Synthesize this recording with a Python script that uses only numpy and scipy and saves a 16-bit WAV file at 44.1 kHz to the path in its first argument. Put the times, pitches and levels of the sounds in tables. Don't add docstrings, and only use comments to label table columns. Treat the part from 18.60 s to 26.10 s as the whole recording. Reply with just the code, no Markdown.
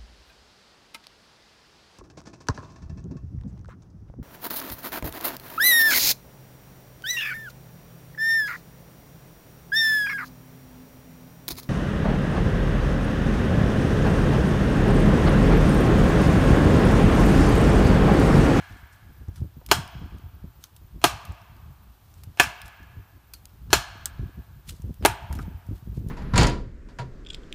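import sys
import numpy as np
from scipy import signal
from scipy.fft import rfft, irfft
from scipy.io import wavfile
from scipy.ndimage import uniform_filter1d

SR = 44100
rng = np.random.default_rng(int(sys.argv[2]) if len(sys.argv) > 2 else 0)


def how_loud(loudness_db):
    steps = np.asarray(loudness_db, float) / 20
    return 10 ** steps


def unload_audio(sound):
    columns = np.transpose(np.atleast_2d(sound))
    steps = np.round(np.clip(columns, -1, 1) * 32767)
    wavfile.write(sys.argv[1], SR, steps.astype(np.int16))


N = 330750

# (time [s], gain [dB], tilt [dB/octave], contact band centre [Hz], contact band gain [dB])
BLOW_EVENTS = [(1.114, 0.67, .5, 2250, -4), (2.441, 1.5, -.1, 2000, -3.5), (3.798, 0.1, 0.2, 2400, 3.5),
               (5.13, 1, 0.75, 5460, 3), (6.45, 0, -0.88, 5550, -5), (-.22, 0.4, 1.47, 1900, 3.5)]
# (mode [Hz], mode [Hz], boost [dB])
FAVOURED_MODES = [(3200, 5400, 5), (2740, 1200, 4.5), (1750, 2740, 4.5), (1750, 4400, 5), (890, 410, 4),
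                  (1750, 2260, 6)]
# (frequency [Hz], gain [dB], t60 when not favoured [s])
WEDGE_MODES = [(411, -4, 0.026), (722, -5.5, 0.037), (910, 0.5, 0.0091), (1225, -6, 0.009),
               (1715, -4, 0.012), (2259, -5.5, 0.0033), (2760, -6.5, 0.0052), (3345, -2, 0.005),
               (4380, -5, 0.0053), (5400, -7.5, 0.008), (6160, -8, 0.01), (7030, -6, 0.031),
               (9350, -7.5, 0.014), (13300, -1.5, 0.011)]
# (frequency [Hz], gain [dB])
CRACK_COLOUR = [(150, -44), (310, -20.5), (460, -25), (740, -16.5), (1200, -13), (1900, -15.5), (3000, -14),
                (5500, -20), (11000, -26), (15000, -28), (17000, -52)]
# (frequency [Hz], near trunks [dB], near t60 [s], far wood [dB], far t60 [s])
TREE_SCATTER = [(250, -29, .2, -59, 0.65), (600, -33.5, 0.44, -39.5, 1.8), (1400, -15.5, 0.21, -38, 1.94),
                (3200, -21, 0.2, -39, 1.3), (7200, -14.5, 0.2, -45, 1.1), (14000, -18, .18, -52.5, .5)]
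# (time [s], level [dB], hold [s])
RUSTLE_MOVES = [(0, -66, 0.19), (.33, -60.5, .001), (.76, -56.5, 0.0009), (2.03, -58, 0.014),
                (3.45, -68.5, 0.16), (4.06, -55, .001), (6.09, -46.5, 0.015), (6.74, -50.5, .001),
                (6.8, -60.5, 0.036), (7.16, -62.5, .001), (7.36, -59.5, .001), (7.49, -61.5, .01)]
# (frequency [Hz], relative gain [dB])
RUSTLE_COLOUR = [(500, -19), (1500, -4.5), (3500, 4.5), (7000, 1.5), (12000, 0), (16000, -13.5)]
# (time [s], nominal level [dB], hold [s])
GUST_EVENTS = [(0, -40.5, .005), (.12, -41.5, .02), (.2, -49.5, .05), (.32, -52, 0.041), (.44, -46.5, .08),
               (.62, -37.5, .005), (.69, -41.5, 0.041), (.81, -30.5, 0.034), (.98, -42, 0.0037),
               (1.09, -36.5, .04), (1.16, -31.5, 0.043), (1.37, -35, 0.0093), (1.44, -32, 0.0038),
               (1.54, -35.5, 0.017), (1.66, -37, 0.0076), (1.75, -39.5, .005), (1.83, -41, .05),
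               (1.98, -47, .01), (2.14, -49.5, .01), (2.22, -45.5, 0.039), (2.36, -34.5, .005),
               (2.46, -32, .005), (2.53, -37, 0.016), (2.71, -36, 0.004), (2.82, -47.5, 0.0045),
               (2.9, -47, 0.13), (3.03, -43, 0.087), (3.3, -45, 0.0045), (3.57, -45, 0.08),
               (3.67, -43, 0.035), (3.84, -36.5, 0.029), (4.05, -41, 0.0091), (4.22, -45, 0.0097),
               (4.39, -36, 0.0031), (4.55, -47.5, 0.025), (5.02, -39.5, .06), (5.1, -33, .02),
               (5.16, -26.5, .005), (5.3, -45, 0.16), (5.47, -43.5, 0.091), (5.62, -29, 0.024),
               (5.78, -36, 0.013), (5.9, -44.5, 0.091), (6.08, -40.5, 0.061), (6.25, -32.5, 0.048),
               (6.43, -28.5, .01), (6.5, -28, 0.0048), (6.64, -35.5, .005), (6.73, -30.5, 0.053),
               (6.81, -33.5, .06), (6.9, -40.5, 0.075), (7.12, -27.5, 0.0046), (7.29, -32, 0.041),
               (7.39, -28.5, 0.012), (7.46, -29.5, 0.0084)]
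# (time [s], nominal level [dB], frequency [Hz])
EDDIES = [(0.109, -39, 91), (0.161, -43, 260), (0.23, -33, 69), (0.683, -22, 87), (0.818, -18.5, 103),
          (0.839, -28, 63), (0.968, -31.5, 129), (1.185, -28, 170), (1.352, -31.5, 152), (1.416, -29, 136),
          (1.528, -40, 118), (1.563, -36, 192), (1.639, -36, 88.5), (1.841, -28, 159.6),
          (2.361, -33.5, 140), (2.692, -26, 82), (3.283, -42, 58), (3.673, -33, 96), (4.204, -43.5, 260),
          (4.367, -34, 130), (5.085, -30.5, 65), (5.388, -36.5, 67.6), (5.594, -21, 117),
          (5.796, -34.5, 80.6), (6.089, -38, 50.5), (6.197, -32.5, 139.7), (6.242, -20.5, 80.7),
          (6.306, -24.5, 153.5), (6.416, -36, 104), (6.703, -21, 72.4), (6.756, -28.5, 180),
          (6.806, -28, 141), (6.88, -25.5, 171), (6.945, -30, 71.2), (7.088, -25.5, 122), (7.11, -27, 201),
          (7.225, -33.5, 118), (7.273, -29.5, 189), (7.33, -29.5, 170), (7.377, -16.5, 116.5),
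          (7.445, -29.5, 239.6), (7.463, -24.5, 167)]
# (frequency [Hz], relative gain [dB])
LEAF_COLOUR = [(120, -24), (200, -3.5), (328, -4.5), (500, -8.5), (879, -4), (994, -5), (1270, -6.5),
               (2120, -14), (2970, -13), (7680, -21), (10700, -20), (13500, -14)]
# (frequency [Hz], relative gain [dB])
LEAF_TOP = [(14500, -15.5), (14900, -39.5)]
# (time [s], nominal level [dB], mode [Hz])
KNOCK_EVENTS = [(0.684, -48, 840), (0.772, -54, 1400), (1.014, -47, 693), (2.04, -52, 1400),
                (4.737, -43.5, 4510), (4.74, -54, 1300), (5.46, -39, 1370), (6.709, -36, 945),
                (6.79, -32.5, 1300)]
# (time [s], nominal level [dB], mode [Hz], gain at 1.4 kHz [dB], decay scale [s])
TICK_EVENTS = [(0.6844, -48.5, 8790, -6, 0.017), (0.7592, -41, 6200, -8, 0.023),
               (1.063, -30.5, 13800, -26, 0.028), (1.277, -37.5, 5350, -10, 0.022),
               (1.5838, -49, 9500, -24, 0.03), (2.0394, -28.5, 6590, -22, 0.024),
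               (2.164, -40, 12100, -30, 0.056), (2.652, -34.5, 13500, -6, 0.051),
               (2.7212, -43.5, 8200, -14, 0.028), (2.816, -49, 5400, -11, 0.028),
               (2.9666, -50.5, 5200, -16.5, 0.02), (3.5405, -45.5, 8760, -4, 0.029),
               (3.6356, -36.5, 13900, -5, 0.056), (3.8339, -19, 5570, -3.5, 0.057),
               (4.0168, -30.5, 5470, -15, 0.021), (4.0803, -38, 12500, -7, 0.022),
               (4.2304, -49, 7010, -11, 0.028), (4.7361, -29, 14000, -10.5, 0.07),
               (4.8554, -32.5, 13400, -26, 0.0093), (4.8944, -53, 5480, -14, 0.025),
               (5.457, -12, 8700, -22, 0.023), (6.0938, -34.5, 8200, 5, 0.02),
               (6.2198, -43, 12600, -12, 0.028), (6.342, -43.5, 13300, -11, 0.024),
               (6.4591, -2, 10820, 0, 0.022), (6.627, -50, 6200, -6, 0.034),
               (6.7273, -29.5, 13400, 7, 0.033), (6.7522, -35, 13500, 1, 0.027),
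               (6.788, -38, 5520, 2.5, 0.043), (7.0666, -50, 13400, 2.5, 0.032),
               (7.4859, -40, 11700, -6, 0.032)]
# (frequency [Hz], relative level [dB], t60 [s])
STEEL_MODES = [(4220, 1, 0.13), (4370, -4.5, .1), (4860, -2, 0.067), (6200, -5, .06), (9000, -11.5, .1)]
# (time [s], level [dB])
STEEL_STRIKES = [(2.442, -42), (3.798, -37), (4.737, -53), (5.13, -38)]
# (time [s], frequency [Hz], level [dB])
WHISTLE_PATH = [(6.39, 5900, -81), (6.411, 5300, -65), (6.445, 4500, -61), (6.45, 4450, -74)]


def rms_one(x):
    return x / np.sqrt(np.mean(x ** 2) + 1e-20)


def at_hz(points_hz, values, hz):
    return np.interp(np.log(np.maximum(hz, 1)), np.log(points_hz), values)


def coloured(x, points_hz, gain_db):
    log_gain = np.log(how_loud(at_hz(points_hz, gain_db, np.linspace(0, SR / 2, 1025))))
    cepstrum = irfft(log_gain)
    cepstrum[1:1024] *= 2
    cepstrum[1025:] = 0
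    impulse = irfft(np.exp(rfft(cepstrum)))
    return signal.fftconvolve(x, impulse)[:len(x)]


def drift(rate_hz):
    r = np.exp(-80 * np.pi * rate_hz / SR)
    noise = rng.standard_normal(N // 40 + 2002)
    slow = signal.lfilter([1], [1, -2 * r, r * r], noise)[2000:]
    return np.interp(np.arange(N) / 40, np.arange(len(slow)), rms_one(slow))


def ring(x, hz, t60_s):
    r, w = how_loud(-60 / (t60_s * SR)), 2 * np.pi * hz / SR
    return signal.lfilter([0, np.sin(w)], [1, -2 * r * np.cos(w), r * r], x + 1e-18)


def add(out, x, time_s):
    at = round(time_s * SR)
    x = x[max(-at, 0):N - at]
    out[max(at, 0):max(at, 0) + len(x)] += x


def swells(rows, rise_db_per_s, fall_db_per_s):
    t, level_db = np.arange(0, N, 32) / SR, -200
    for time_s, db, hold_s in rows:
        rise_db = rise_db_per_s * np.maximum(time_s - t, 0)
        fall_db = fall_db_per_s * np.maximum(t - time_s - hold_s, 0)
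        level_db = np.maximum(level_db, db - rise_db - fall_db)
    return np.interp(np.arange(N) / SR, t, level_db)


def evened(x, window_s):
    power = uniform_filter1d(rms_one(x) ** 2 + .05, size=round(window_s * SR))
    return rms_one(x / power ** 0.67)


def wood_echo(length_s=1.6):
    t, out = np.arange(round(length_s * SR)) / SR, 0
    hz, *columns = np.transpose(TREE_SCATTER)
    edges_hz = 150 * 2 ** np.arange(0, 7.1, .5)
    for low_hz, high_hz in zip(edges_hz, edges_hz[1:]):
        centre_hz = np.sqrt(low_hz * high_hz)
        near_db, near_t60_s, far_db, far_t60_s = [at_hz(hz, column, centre_hz) for column in columns]
        near = how_loud(near_db - 60 * t / near_t60_s)
        far = how_loud(far_db - 60 * t / far_t60_s) * np.minimum(t / 0.018, 1)
        band = signal.butter(2, [low_hz, high_hz], "band", fs=SR, output="sos")
        out = out + (near + far) * signal.sosfilt(band, rng.standard_normal(len(t)))
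    return out * np.clip(t / 0.0027, 0, 1)


def struck_modes(click, favoured_hz, boost_db):
    modes = 0
    for hz, db, t60_s in WEDGE_MODES:
        favoured = np.min(np.abs(np.log(hz / np.array(favoured_hz)))) < .07
        modes = modes + how_loud(db + boost_db * favoured) * ring(click, hz, t60_s * (1 + .7 * favoured))
    return how_loud(-1.5) * click + how_loud(-29.0) * modes


def crushed_fibres(t):
    level_db = 3.9 * rng.standard_normal(len(t)) - 60 * np.maximum(t - .004, 0) / .055
    crush = rng.standard_normal(len(t)) * how_loud(level_db)
    dull = np.clip(t / 0.017, 0, .8)
    crush = (1 - dull) * crush + dull * 1.3 * signal.lfilter([.3], [1, -.7], crush)
    return crush * (1 + 2.2 * how_loud(-60 * t / 0.0036))


def blows():
    thud_hz, thud_db, thud_t60_s = 130, -22.5, 0.058
    pre_hiss_s, pre_hiss_db = 0.025, -20.5
    contact_octaves = 0.36
    out, t = np.zeros(N), np.arange(round(.15 * SR)) / SR
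    click = (t == 0) * 1.
    grid_hz = np.geomspace(150, 17000, 80)
    shared_db = at_hz(*np.transpose(CRACK_COLOUR), grid_hz)
    for blow, (*favoured_hz, boost_db) in zip(BLOW_EVENTS, FAVOURED_MODES):
        time_s, gain_db, tilt_db, contact_hz, contact_db = blow
        tilted_db = shared_db + tilt_db * np.log2(grid_hz / 2e3)
        bump = np.exp(-.5 * (np.log2(grid_hz / contact_hz) / contact_octaves) ** 2)
        body = struck_modes(click, favoured_hz, boost_db)
        crack = coloured(body, grid_hz, tilted_db + contact_db * bump)
        direct = how_loud(9.0) * signal.fftconvolve(crack, crushed_fibres(t))[:len(t)]
        thud = how_loud(thud_db) * ring(click, thud_hz, thud_t60_s)
        heard = how_loud(18.0) * signal.fftconvolve(crack, wood_echo())
        heard[:len(t)] += direct + thud
        add(out, heard * how_loud(gain_db), time_s)
        pre_shape = (t < pre_hiss_s) * (how_loud(-60 * t / 0.019) + 0.83 * t / pre_hiss_s)
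        pre_hiss = signal.fftconvolve(crack, rng.standard_normal(len(t)) * pre_shape)
        add(out, how_loud(gain_db + pre_hiss_db) * pre_hiss, time_s - pre_hiss_s)
    return out


def rustle():
    rise_db_per_s, fall_db_per_s = 800, 300
    settle_db, settle_db_per_s = -12, 88.5
    grains = rng.standard_normal(N) * how_loud(3 * drift(80) + 2 * rng.standard_normal(N))
    moving_db = swells(RUSTLE_MOVES, rise_db_per_s, fall_db_per_s)
    settling_db = swells(RUSTLE_MOVES, rise_db_per_s, settle_db_per_s) + settle_db
    tone = rms_one(coloured(grains, *np.transpose(RUSTLE_COLOUR)))
    return how_loud(np.maximum(moving_db, settling_db)) * tone


def wind():
    rise_db_per_s, fall_db_per_s = 331, 328.5
    lull_db = -56 + 4.5 * drift(4.6)
    gust_db = np.maximum(swells(GUST_EVENTS, rise_db_per_s, fall_db_per_s), lull_db)
    lumps = rng.standard_normal(N)
    low = coloured(lumps, [20, 45, 70, 120, 200, 400, 1000], [-40, -6.0, 0.5, -7.5, -18.5, -48.5, -92.0])
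    edge = coloured(lumps, [60, 150, 300, 600, 1200], [-24.0, -3.5, -14.5, -35.0, -70])
    edge = how_loud(5.7 * drift(43)) * evened(edge, 0.013)
    out = how_loud(gust_db - 0.5) * evened(low, 0.034) + how_loud(-58.5 + 1.4 * (gust_db + 43)) * edge
    t = np.arange(round(.08 * SR)) / SR
    band = signal.butter(2, [45, 620], "band", fs=SR, output="sos")
    for time_s, level_db, hz in EDDIES:
        thump = -np.sin(2 * np.pi * hz * t) * how_loud(-60 * t * hz / 5.8)
        add(out, how_loud(level_db + 3.0) * signal.sosfilt(band, thump), time_s)
    return out


def air():
    leaf_db, insect_db = -64, -70.5
    insect_hz, width_hz = 14330, 170
    hiss = coloured(rng.standard_normal(N), *np.transpose(LEAF_COLOUR[:-1] + LEAF_TOP))
    leaves = how_loud(leaf_db + .7 * drift(1)) * rms_one(hiss)
    t60_s = 2.2 / width_hz
    chorus = ring(ring(rng.standard_normal(N), insect_hz, t60_s), insect_hz, t60_s)
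    return leaves + how_loud(insect_db + 1.8 * drift(8)) * rms_one(chorus)


def knocks():
    out, t = np.zeros(N), np.arange(round(.1 * SR)) / SR
    for time_s, level_db, hz in KNOCK_EVENTS:
        push = rng.standard_normal(len(t)) * how_loud(-60 * t / 0.063)
        add(out, how_loud(level_db - 13.5) * ring(push, hz, 0.0107), time_s)
    return out


def ticks():
    out, t = np.zeros(N), np.arange(round(.15 * SR)) / SR
    for time_s, level_db, hz, low_db, decay_s in TICK_EVENTS:
        burst = how_loud(-60 * t / decay_s * 2.6)
        tail = how_loud(-20.0 - 60 * t / decay_s / 3.6)
        snap = rng.standard_normal(len(t)) * (burst + tail)
        snap = coloured(snap, [400, 1400, 3000, 15000, 17000], [low_db - 12.5, low_db, -6, -6, -25])
        snap = snap + 0.2 * ring(snap, hz, 25.0 / hz)
        onset_rms = np.sqrt(np.mean(snap[:90] ** 2))
        add(out, how_loud(level_db - 8.5) * snap / onset_rms, time_s)
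    return out


def axe_head():
    clicks = np.zeros(N)
    for time_s, db in STEEL_STRIKES:
        clicks[round(time_s * SR)] = how_loud(db)
    return sum(how_loud(db + 3.2 * drift(40)) * ring(clicks, hz, t60_s) for hz, db, t60_s in STEEL_MODES)


def whistle():
    time_s, hz, db = np.transpose(WHISTLE_PATH)
    t = np.arange(N) / SR
    level_db = np.interp(t, time_s, db, left=-200, right=-200)
    phase = 2 * np.pi * np.cumsum(np.interp(t, time_s, hz)) / SR
    return how_loud(level_db) * np.sin(phase)


def scene():
    near_and_far = blows() + rustle() + wind() + air()
    return (near_and_far + knocks() + ticks() + axe_head() + whistle())[None]


def band_limit(x):
    return signal.sosfilt(signal.butter(12, 16480, fs=SR, output="sos"), x)


def record(dry):
    rounded = 0.93 * np.tanh(dry / .93)
    top_cut = signal.cheby2(10, 60, 16900, fs=SR, output="sos")
    mix = signal.sosfilt(top_cut, rounded)
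    return band_limit(mix)


dry = scene()
out = record(dry)
unload_audio(out)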